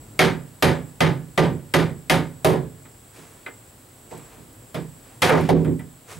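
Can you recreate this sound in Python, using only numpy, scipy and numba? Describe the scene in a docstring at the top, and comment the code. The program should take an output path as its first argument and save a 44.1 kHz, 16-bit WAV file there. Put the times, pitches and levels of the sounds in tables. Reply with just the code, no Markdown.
"""From the first moment insects sing in the grass over a far rumble and steady hiss. A steel hammer knocks
a plywood bulkhead loose inside an open boat hull under a shed roof: each blow is a burst of dense clatter
plus decaying board and hull modes, and all but the last also ring the tool. Then come light taps, nudges and
rubbing noise. At last the board is struck free, tips, clatters with tones that slide down, and thuds to the
bottom. A small camera's limiter squeezes every blow, and its thin steady whine is added throughout."""
import sys
import numpy as np
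from scipy import signal
from scipy.fft import rfft, irfft
from scipy.io import wavfile
from scipy.ndimage import uniform_filter1d
from numba import njit

SR = 44100
rng = np.random.default_rng(int(sys.argv[2]) if len(sys.argv) > 2 else 0)


def decibels_to_gain(level_db):
    """Convert a level in decibels to a linear amplitude gain (20 dB per decade)."""
    exponent = np.asarray(level_db, float) / 20
    return 10 ** exponent


def put_to_file(sound):
    """Save the sound as 16-bit audio at rate SR, in the file named by the first command-line argument."""
    columns = np.atleast_2d(sound).T  # one column per channel
    safe = np.clip(columns, -1, 1)
    whole_steps = np.round(safe * 32767)
    wavfile.write(sys.argv[1], SR, whole_steps.astype(np.int16))


N = 272979  # length in samples
HISS_TOP_HZ = 15780  # air and rubbing noise stop here
BOTH = np.array([[1], [-1]])  # opposite signs for left and right


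def read(points, hz):
    """Interpolation on a logarithmic frequency axis, as hearing spaces pitch."""
    f, value = np.transpose(points)
    return np.interp(np.log(hz + 1), np.log(f + 1), value)


def evened(x):
    """Normalization to an rms of 1."""
    return x / np.sqrt(np.mean(x ** 2) + 1e-20)


def add(mix, s, sound):
    """Superposition: a two-channel sound is summed in at time s."""
    part = mix[:, round(s * SR):][:, :sound.shape[1]]
    part += sound[:, :part.shape[1]]


def fade_end(t, seconds):
    """A linear ramp to zero at the end of a sound."""
    return np.minimum(1, (t[-1] - t) / seconds)


def pair(noise, alike, lean):
    """Partial coherence: two microphone spectra share some noise and lean to one side."""
    a, b = rfft(noise)
    hz = np.fft.rfftfreq(noise.shape[1], 1 / SR)
    same = np.clip(read(alike, hz), 0, 1)
    side = decibels_to_gain(read(lean, hz) / 2)
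    left = a * side
    right = (same * a + np.sqrt(1 - same ** 2) * b) / side
    return hz, np.array([left, right])


def wander(rate):
    """Random modulation of rms 1: twelve sines up to rate in Hz, the slower ones stronger."""
    t = np.arange(N) / SR
    sines = [np.sin(2 * np.pi * (f * t + rng.random())) / np.sqrt(f)
             for f in np.geomspace(rate / 12, rate, num=12)]
    return evened(sum(sines))


# Spectrum of far rumble, wind and microphone hiss. Each row: frequency in Hz, relative density in dB per Hz.
AIR_SPECTRUM = [(15, -51), (25, -33), (43, -2), (76, -4), (108, 5.5), (190, -8), (256, -4), (344, -8),
                (734, -15.5), (2410, -25.5), (3250, -26), (6380, -30.5), (7710, -22), (9070, -25.5),
                (16000, -30.5)]
# Coherence of the two channels. Each row: frequency in Hz, left-right likeness from 0 to 1.
AIR_LIKENESS = [(60, 0.95), (240, 1), (950, 0.45), (3770, 0.54), (15000, 1)]
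# Balance of the air. Each row: frequency in Hz, left minus right in dB.
AIR_BALANCE = [(60, 1), (240, -2.3), (950, 2), (3770, 0.5), (15000, -3.5)]
# Swell of far traffic and wind. Each row: time in seconds, level in dB.
RUMBLE_SWELL = [(0, -45.5), (.6, -51.5), (2.9, -50), (3.2, -54), (3.9, -54), (4.5, -50), (6.19, -56)]
HISS_DB = -53


def air():
    """Filtered noise: a far rumble that swells and fades over steady hiss, crossing over near 500 Hz."""
    hz, noise = pair(rng.standard_normal((2, N)), AIR_LIKENESS, AIR_BALANCE)
    noise = noise * decibels_to_gain(read(AIR_SPECTRUM, hz)) * (hz < HISS_TOP_HZ)
    low = 1 / (1 + (hz / 500) ** 2)
    swell = decibels_to_gain(np.interp(np.arange(N) / SR, *np.transpose(RUMBLE_SWELL)))
    rumble = swell * evened(irfft(noise * low, N))
    hiss = decibels_to_gain(HISS_DB) * evened(irfft(noise * (1 - low), N))
    return rumble + hiss


# The singing bands. 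Each row: centre in Hz, width at half amplitude in Hz, level in dB before the wander.
INSECT_BANDS = [(7750, 310, -59.5), (7560, 210, -67), (8130, 170, -69)]


def insects():
    """Amplitude-modulated narrow-band noise: a rasping chorus whose bands wander in level."""
    likeness, balance = [(7000, 0.17), (9000, 0.43)], [(7000, 0.28), (9000, 0.2)]
    hz, noise = pair(rng.standard_normal((2, N)), likeness, balance)
    chorus = 0
    for f, width, db in INSECT_BANDS:
        band = evened(irfft(noise / (1 + (2 * (hz - f) / width) ** 2), N))
        chorus = chorus + decibels_to_gain(db + 2.8 * wander(14.0)) * band  # wander up to 14 Hz, 2.8 dB rms
    return chorus


# Faint dry ticks in the treble. Each row: start in seconds, level in dB.
TICK_TIMES = [(4.1764, -48), (4.5286, -52), (4.7436, -45), (5.294, -33.5), (5.4096, -42), (5.6456, -47),
              (5.7917, -46)]
TICK_T60_S, TICK_LOW_HZ, TICK_HIGH_HZ = 0.061, 8000, 13000


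def tick(db):
    """Exponential decay of band-passed noise: a short dry tick."""
    t = np.arange(SR // 10) / SR
    band = signal.butter(2, [TICK_LOW_HZ, TICK_HIGH_HZ], "bandpass", fs=SR, output="sos")
    hiss = signal.sosfilt(band, rng.standard_normal(len(t)))
    return decibels_to_gain(db - 60 * t / TICK_T60_S) * evened(hiss) * np.ones((2, 1))


# Balance of the work sounds. Each row: frequency in Hz, left minus right in dB.
BALANCE = [(60, 0), (150, -7), (380, -5), (950, -0.5), (2380, 0.5), (5980, 0), (15000, -1.5)]
# Coherence of the work sounds. Each row: frequency in Hz, left-right likeness from 0 to 1.
LIKENESS = [(60, 0.5), (180, 0.84), (400, 0.99), (900, 0.9), (3000, 0.81), (7000, 0.92), (15000, 1)]
# Spectrum of rubbing. Each row: frequency in Hz, relative density in dB per Hz.
RUB_SPECTRUM = [(59, -21), (100, 1), (264, -23), (438, -0.5), (614, -9), (712, -5), (2320, -10.5),
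                (9740, -30.5), (15500, -43)]
# Wood and boots sliding on the hull. Each row: start in seconds, rise in seconds, peak in dB,
# fade in dB per second, treble lift in dB.
RUBS = [(3.12, 0.049, -47, 53, 14), (4.1, 0.017, -46.5, 60, 7), (4.26, 0.078, -52.5, 120, 6),
        (5.02, 0.046, -54.5, 45, 10), (5.22, 0.0078, -18.5, 87, 2.5), (6.055, 0.066, -38.5, 182, 14)]
LIFT_HZ, LIFT_OCTAVES = 10000, 0.94  # centre and spread of the treble lift


def slide(rise, db, fade_db, lift_db):
    """Friction noise: a gritty hiss of many small catches that swells with the pressure and fades."""
    t = np.arange(SR // 2) / SR
    catches = uniform_filter1d(rng.standard_normal(len(t)), size=60) * np.sqrt(60)
    grit = decibels_to_gain(1.5 * catches)
    hz, noise = pair(grit * rng.standard_normal((2, len(t))), LIKENESS, BALANCE)
    lift = lift_db * np.exp(-(np.log2((hz + 1) / LIFT_HZ) / LIFT_OCTAVES) ** 2)
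    spectrum = noise * (hz < HISS_TOP_HZ) * decibels_to_gain(read(RUB_SPECTRUM, hz) + lift)
    hiss = evened(irfft(spectrum, len(t)))
    swell = np.sin(np.pi / 2 * np.minimum(t / rise, 1)) ** 2
    pressure = swell * decibels_to_gain(-fade_db * np.maximum(t - rise, 0))
    return decibels_to_gain(db) * pressure * hiss * fade_end(t, 0.031)


RISE_CYCLES = 4.45  # build-up time constant of wood, in periods


def ring(t, hz, t60, cycles):
    """Resonance envelope: energy builds over a few cycles, then decays by 60 dB in t60 seconds."""
    return (1 - np.exp(-t * hz / cycles)) * decibels_to_gain(-60 * t / t60)


# A woody resonance slides down as the falling board meets the hull. Each row: start in seconds, level in dB,
# first pitch in Hz, final pitch in Hz, t60 in seconds.
PITCH_FALLS = [(5.292, -9.5, 579, 389.4, 0.33), (5.489, -13.5, 807, 238, 0.5)]
GLIDE_S, GLIDE_WIDTH_HZ = 0.02935, 42  # time constant of the fall, bandwidth of the fuzz


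def glide(db, from_hz, to_hz, t60):
    """Frequency modulation: a tone, fuzzed by slow noise, whose pitch settles exponentially downwards."""
    t = np.arange(SR // 4) / SR
    pitch = to_hz + (from_hz - to_hz) * np.exp(-t / GLIDE_S)
    tone = np.sin(2 * np.pi * np.cumsum(pitch) / SR)
    r = np.exp(-np.pi * GLIDE_WIDTH_HZ / SR)
    fuzz = 1 + 0.4 * evened(signal.lfilter([1], [1, -r], rng.standard_normal(len(t))))
    level = decibels_to_gain(db + read(BALANCE, to_hz) / 2 * BOTH)
    return level * fuzz * tone * ring(t, from_hz, t60, RISE_CYCLES)


# Modes of the steel tool. Each row: multiple of the pitch, relative level in dB, t60 in seconds.
TOOL_MODES = [(0.999, -1.5, 0.051), (1.014, -15, .2), (1.19, -4, 0.02), (1.95, -19, 0.023)]
# The tool strikes or is bumped. Each row: start in seconds, level in dB, pitch in Hz.
TOOL_STRIKES = [(.192, 1.5, 2200), (.625, -8, 1855), (1.008, -1.5, 2043), (1.38, -5.5, 1963),
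                (1.739, -6, 1986), (2.097, -3.5, 2090), (2.852, -49, 1950), (3.463, -20.5, 2050),
                (5.22, -14, 1990), (5.793, -32, 1970)]
TOOL_RISE_CYCLES = 7.


def tool(db, hz):
    """Beating of close modes: the short ring of hammer and chisel."""
    t = np.arange(SR // 4) / SR
    total = 0
    for multiple, mode_db, t60 in TOOL_MODES:
        f = hz * multiple
        tone = np.sin(2 * np.pi * (f * t + rng.random()))
        total = total + decibels_to_gain(mode_db) * tone * ring(t, f, t60, TOOL_RISE_CYCLES)
    return decibels_to_gain(db) * total * decibels_to_gain(0.3 * BOTH)


def mode(t, hz, t60, cycles, start):
    """Modal vibration heard by both microphones; short waves vary more with the spot struck."""
    spot, drift, shift, lead = rng.standard_normal(4) * min(hz / 600, 1)
    phase = 2 * np.pi * hz * (1 + 0.01175 * drift) * t + start + 2 * shift + 0.72 * lead * BOTH
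    level = decibels_to_gain(3.5 * spot + read(BALANCE, hz) / 2 * BOTH)
    return level * np.sin(phase) * ring(t, hz, t60, cycles)


# Modes of board and hull. Each row: nominal frequency in Hz, level in dB before the drive,
# t60 in seconds before the lasting factor.
HULL_MODES = [(89.9, 0.5, 0.19), (135.24, -8.5, 0.65), (150.1, -9.5, 0.45), (162.25, 2.5, 0.45),
              (224, -28, 0.19), (254.3, -13, 0.59), (280.3, -8, 0.4), (339.4, -8, 0.25), (373, -1.5, 0.36),
              (423, -8.5, 0.42), (472.3, -6, 0.3), (553, -10, 0.39), (625, 0.5, 0.14), (744.5, -6.5, 0.28),
              (899, -9.5, 0.36), (989, -24, 0.42), (1216, -7, 0.29), (1185, -24, 0.43), (1230, -27, 0.073),
              (1425, -15, 0.16), (1517, -22, 0.41), (1680, -25, 0.51), (2520, -4, 0.037), (3180, -11, 0.17)]
# Dense clatter thrown about hull and shed. Each row: band centre in Hz, level in dB before the drive,
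# t60 in seconds before the lasting factor.
CLATTER_BANDS = [(53.4, -35, 0.98), (116, -6.5, 0.47), (216, -6.5, 0.46), (379, -5, 0.4), (628, -4.5, 0.34),
                 (1180, -11, 0.32), (1600, -5.5, 0.33), (2565, -7.5, 0.29), (4120, -11, 0.28),
                 (5390, -14.5, 0.25), (7100, -14.5, 0.27), (11440, -1.5, 0.22), (15400, -36, 0.033)]
BODY_HZ, BODY_OCTAVES = 513, 0.82  # where the board speaks most at the briefest contact, and its spread


def drive(f, contact_ms, boom_db, body_db):
    """Contact-time low-pass: longer contact drives less treble; the spot sets how hull and board shake."""
    body_hz = BODY_HZ / (1 + .55 * contact_ms)  # a flat, soft landing bends the whole board
    if f < 230:
        shaken_db = boom_db
    else:
        shaken_db = body_db * np.exp(-(np.log2(f / body_hz) / BODY_OCTAVES) ** 2)
    return decibels_to_gain(shaken_db) / (1 + (2 * f * contact_ms / 1000) ** 4)


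def knock(db, contact_ms, boom_db, body_db, lasting):
    """Impact excitation: one blow on wood sounds dense clatter by band and the modes of board and hull."""
    t = np.arange(SR // 2) / SR
    hz, noise = pair(rng.standard_normal((2, len(t))), LIKENESS, BALANCE)
    centres = np.log(np.transpose(CLATTER_BANDS)[0])
    out = np.zeros((2, len(t)))
    for k, (f, level_db, t60) in enumerate(CLATTER_BANDS):
        # overlapping bands whose powers sum to one
        band = np.sqrt(np.interp(np.log(hz + 1), centres, np.arange(len(centres)) == k))
        clatter = evened(irfft(noise * band, len(t))) * ring(t, f, t60 * lasting, RISE_CYCLES)
        out += decibels_to_gain(level_db) * drive(f, contact_ms, boom_db, body_db) * clatter
    for k, (f, level_db, t60) in enumerate(HULL_MODES):
        # neighbours start opposed, so the boom swells late and beats
        tone = mode(t, f, t60 * lasting, RISE_CYCLES, np.pi * k)
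        out += decibels_to_gain(level_db) * drive(f, contact_ms, boom_db, body_db) * tone
    return decibels_to_gain(db) * out * fade_end(t, 0.035)


# Light taps of the tool on an edge. Each row: start in seconds, strength in dB.
EDGE_TAPS = [(2.851, -46), (3.461, -31), (5.792, -39.5)]


def tap(db):
    """Weak excitation: a light touch barely moves the hull and rings briefly."""
    return knock(db, contact_ms=0.17, boom_db=-22, body_db=-7, lasting=0.52)


# The loosened board is nudged, struck free, tips and lands. Each row: start in seconds, strength in dB,
# contact time in ms, hull boom in dB, board body in dB.
BOARD_BUMPS = [(3.18, -40.5, 1.7, -5, 9), (4.114, -25, 0.66, -11.5, -12), (4.37, -41.5, 0.91, -0.5, -3),
               (4.744, -34, 0.065, 10.5, 6), (5.219, -14, 0.059, -3, -2.5), (5.292, -11.5, 0.21, -8, -2.5),
               (5.331, -18.5, 0.22, 2, 6.5), (5.385, -27, 0.38, 10.5, -9), (5.489, -24, 0.066, 16, 17),
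               (5.507, -14, 1.15, 7.5, 17.5), (5.645, -37.5, 0.14, 0, 7), (5.657, -14.5, 1.42, 3, 5),
               (6.15, -45.5, 2.1, 14, 7)]


def bump(db, contact_ms, boom_db, body_db):
    """Impact of a free plate: the loose board meets hull, hand or tool and rings shorter than when wedged."""
    return knock(db, contact_ms, boom_db, body_db, lasting=0.87)


# Hammer blows on the wedged board. Each row: start in seconds, strength in dB, contact time in ms,
# hull boom in dB, board body in dB.
HAMMER_BLOWS = [(.191, -7, 0.066, -2, -2.5), (.624, -10, .062, 1.5, 3), (1.005, -12.5, 0.073, 5, 1),
                (1.376, -14.5, 0.072, 8.5, 7), (1.738, -11.5, 0.063, 4, 1.5), (2.097, -11.5, 0.058, 0, 0.5),
                (2.4455, -14.5, .046, 7.5, 10.5)]


def blow(db, contact_ms, boom_db, body_db):
    """Hard impact: a steel face on wedged plywood, whose brief contact excites the treble."""
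    return knock(db, contact_ms, boom_db, body_db, lasting=0.93)


def scene():
    """Superposition of ticks, rubbing, falling tones, tool, taps, bumps and blows over air and insects."""
    mix = air() + insects()
    sources = [(TICK_TIMES, tick), (RUBS, slide), (PITCH_FALLS, glide), (TOOL_STRIKES, tool),
               (EDGE_TAPS, tap), (BOARD_BUMPS, bump), (HAMMER_BLOWS, blow)]
    for table, source in sources:
        for s, *row in table:
            add(mix, s, source(*row))
    return mix


def whine():
    """Pure tone: the camera's thin, steady whine at 15734.5 Hz."""
    return decibels_to_gain(-64) * np.sin(2 * np.pi * 15734.5 * np.arange(N) / SR)


@njit
def follow(over_db, fall, rise):
    """Exponential smoothing of the excess level with separate rates, per sample, for rise and fall."""
    out, held = np.empty_like(over_db), 0.
    for n in range(len(over_db)):
        held += (rise if over_db[n] > held else fall) * (over_db[n] - held)
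        out[n] = held
    return out


def limiter(dry):
    """Gain reduction shared by both channels, with a quick and a slow recovery."""
    power = uniform_filter1d((dry ** 2).max(0), size=121)  # mean over a few milliseconds
    over_db = np.maximum(10 * np.log10(abs(power) + 1e-12) + 13, 0)  # excess over -13 dB
    quick_db = follow(over_db, fall=1 / (0.0013 * SR), rise=1 / (0.00059 * SR))  # time constants in s
    slow_db = follow(quick_db, fall=1 / (.55 * SR), rise=1 / (.4 * SR))
    return dry * decibels_to_gain(-.78 * quick_db - .9 * slow_db)


def low_pass(x):
    """Removes everything above the highest recorded frequency."""
    return signal.sosfilt(signal.butter(12, 17150, fs=SR, output="sos"), x)


def record(dry):
    """Signal chain of the camera: the limited scene plus the unlimited whine."""
    mix = limiter(dry) + whine()
    return low_pass(mix)


dry = scene()
out = record(dry)
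put_to_file(out)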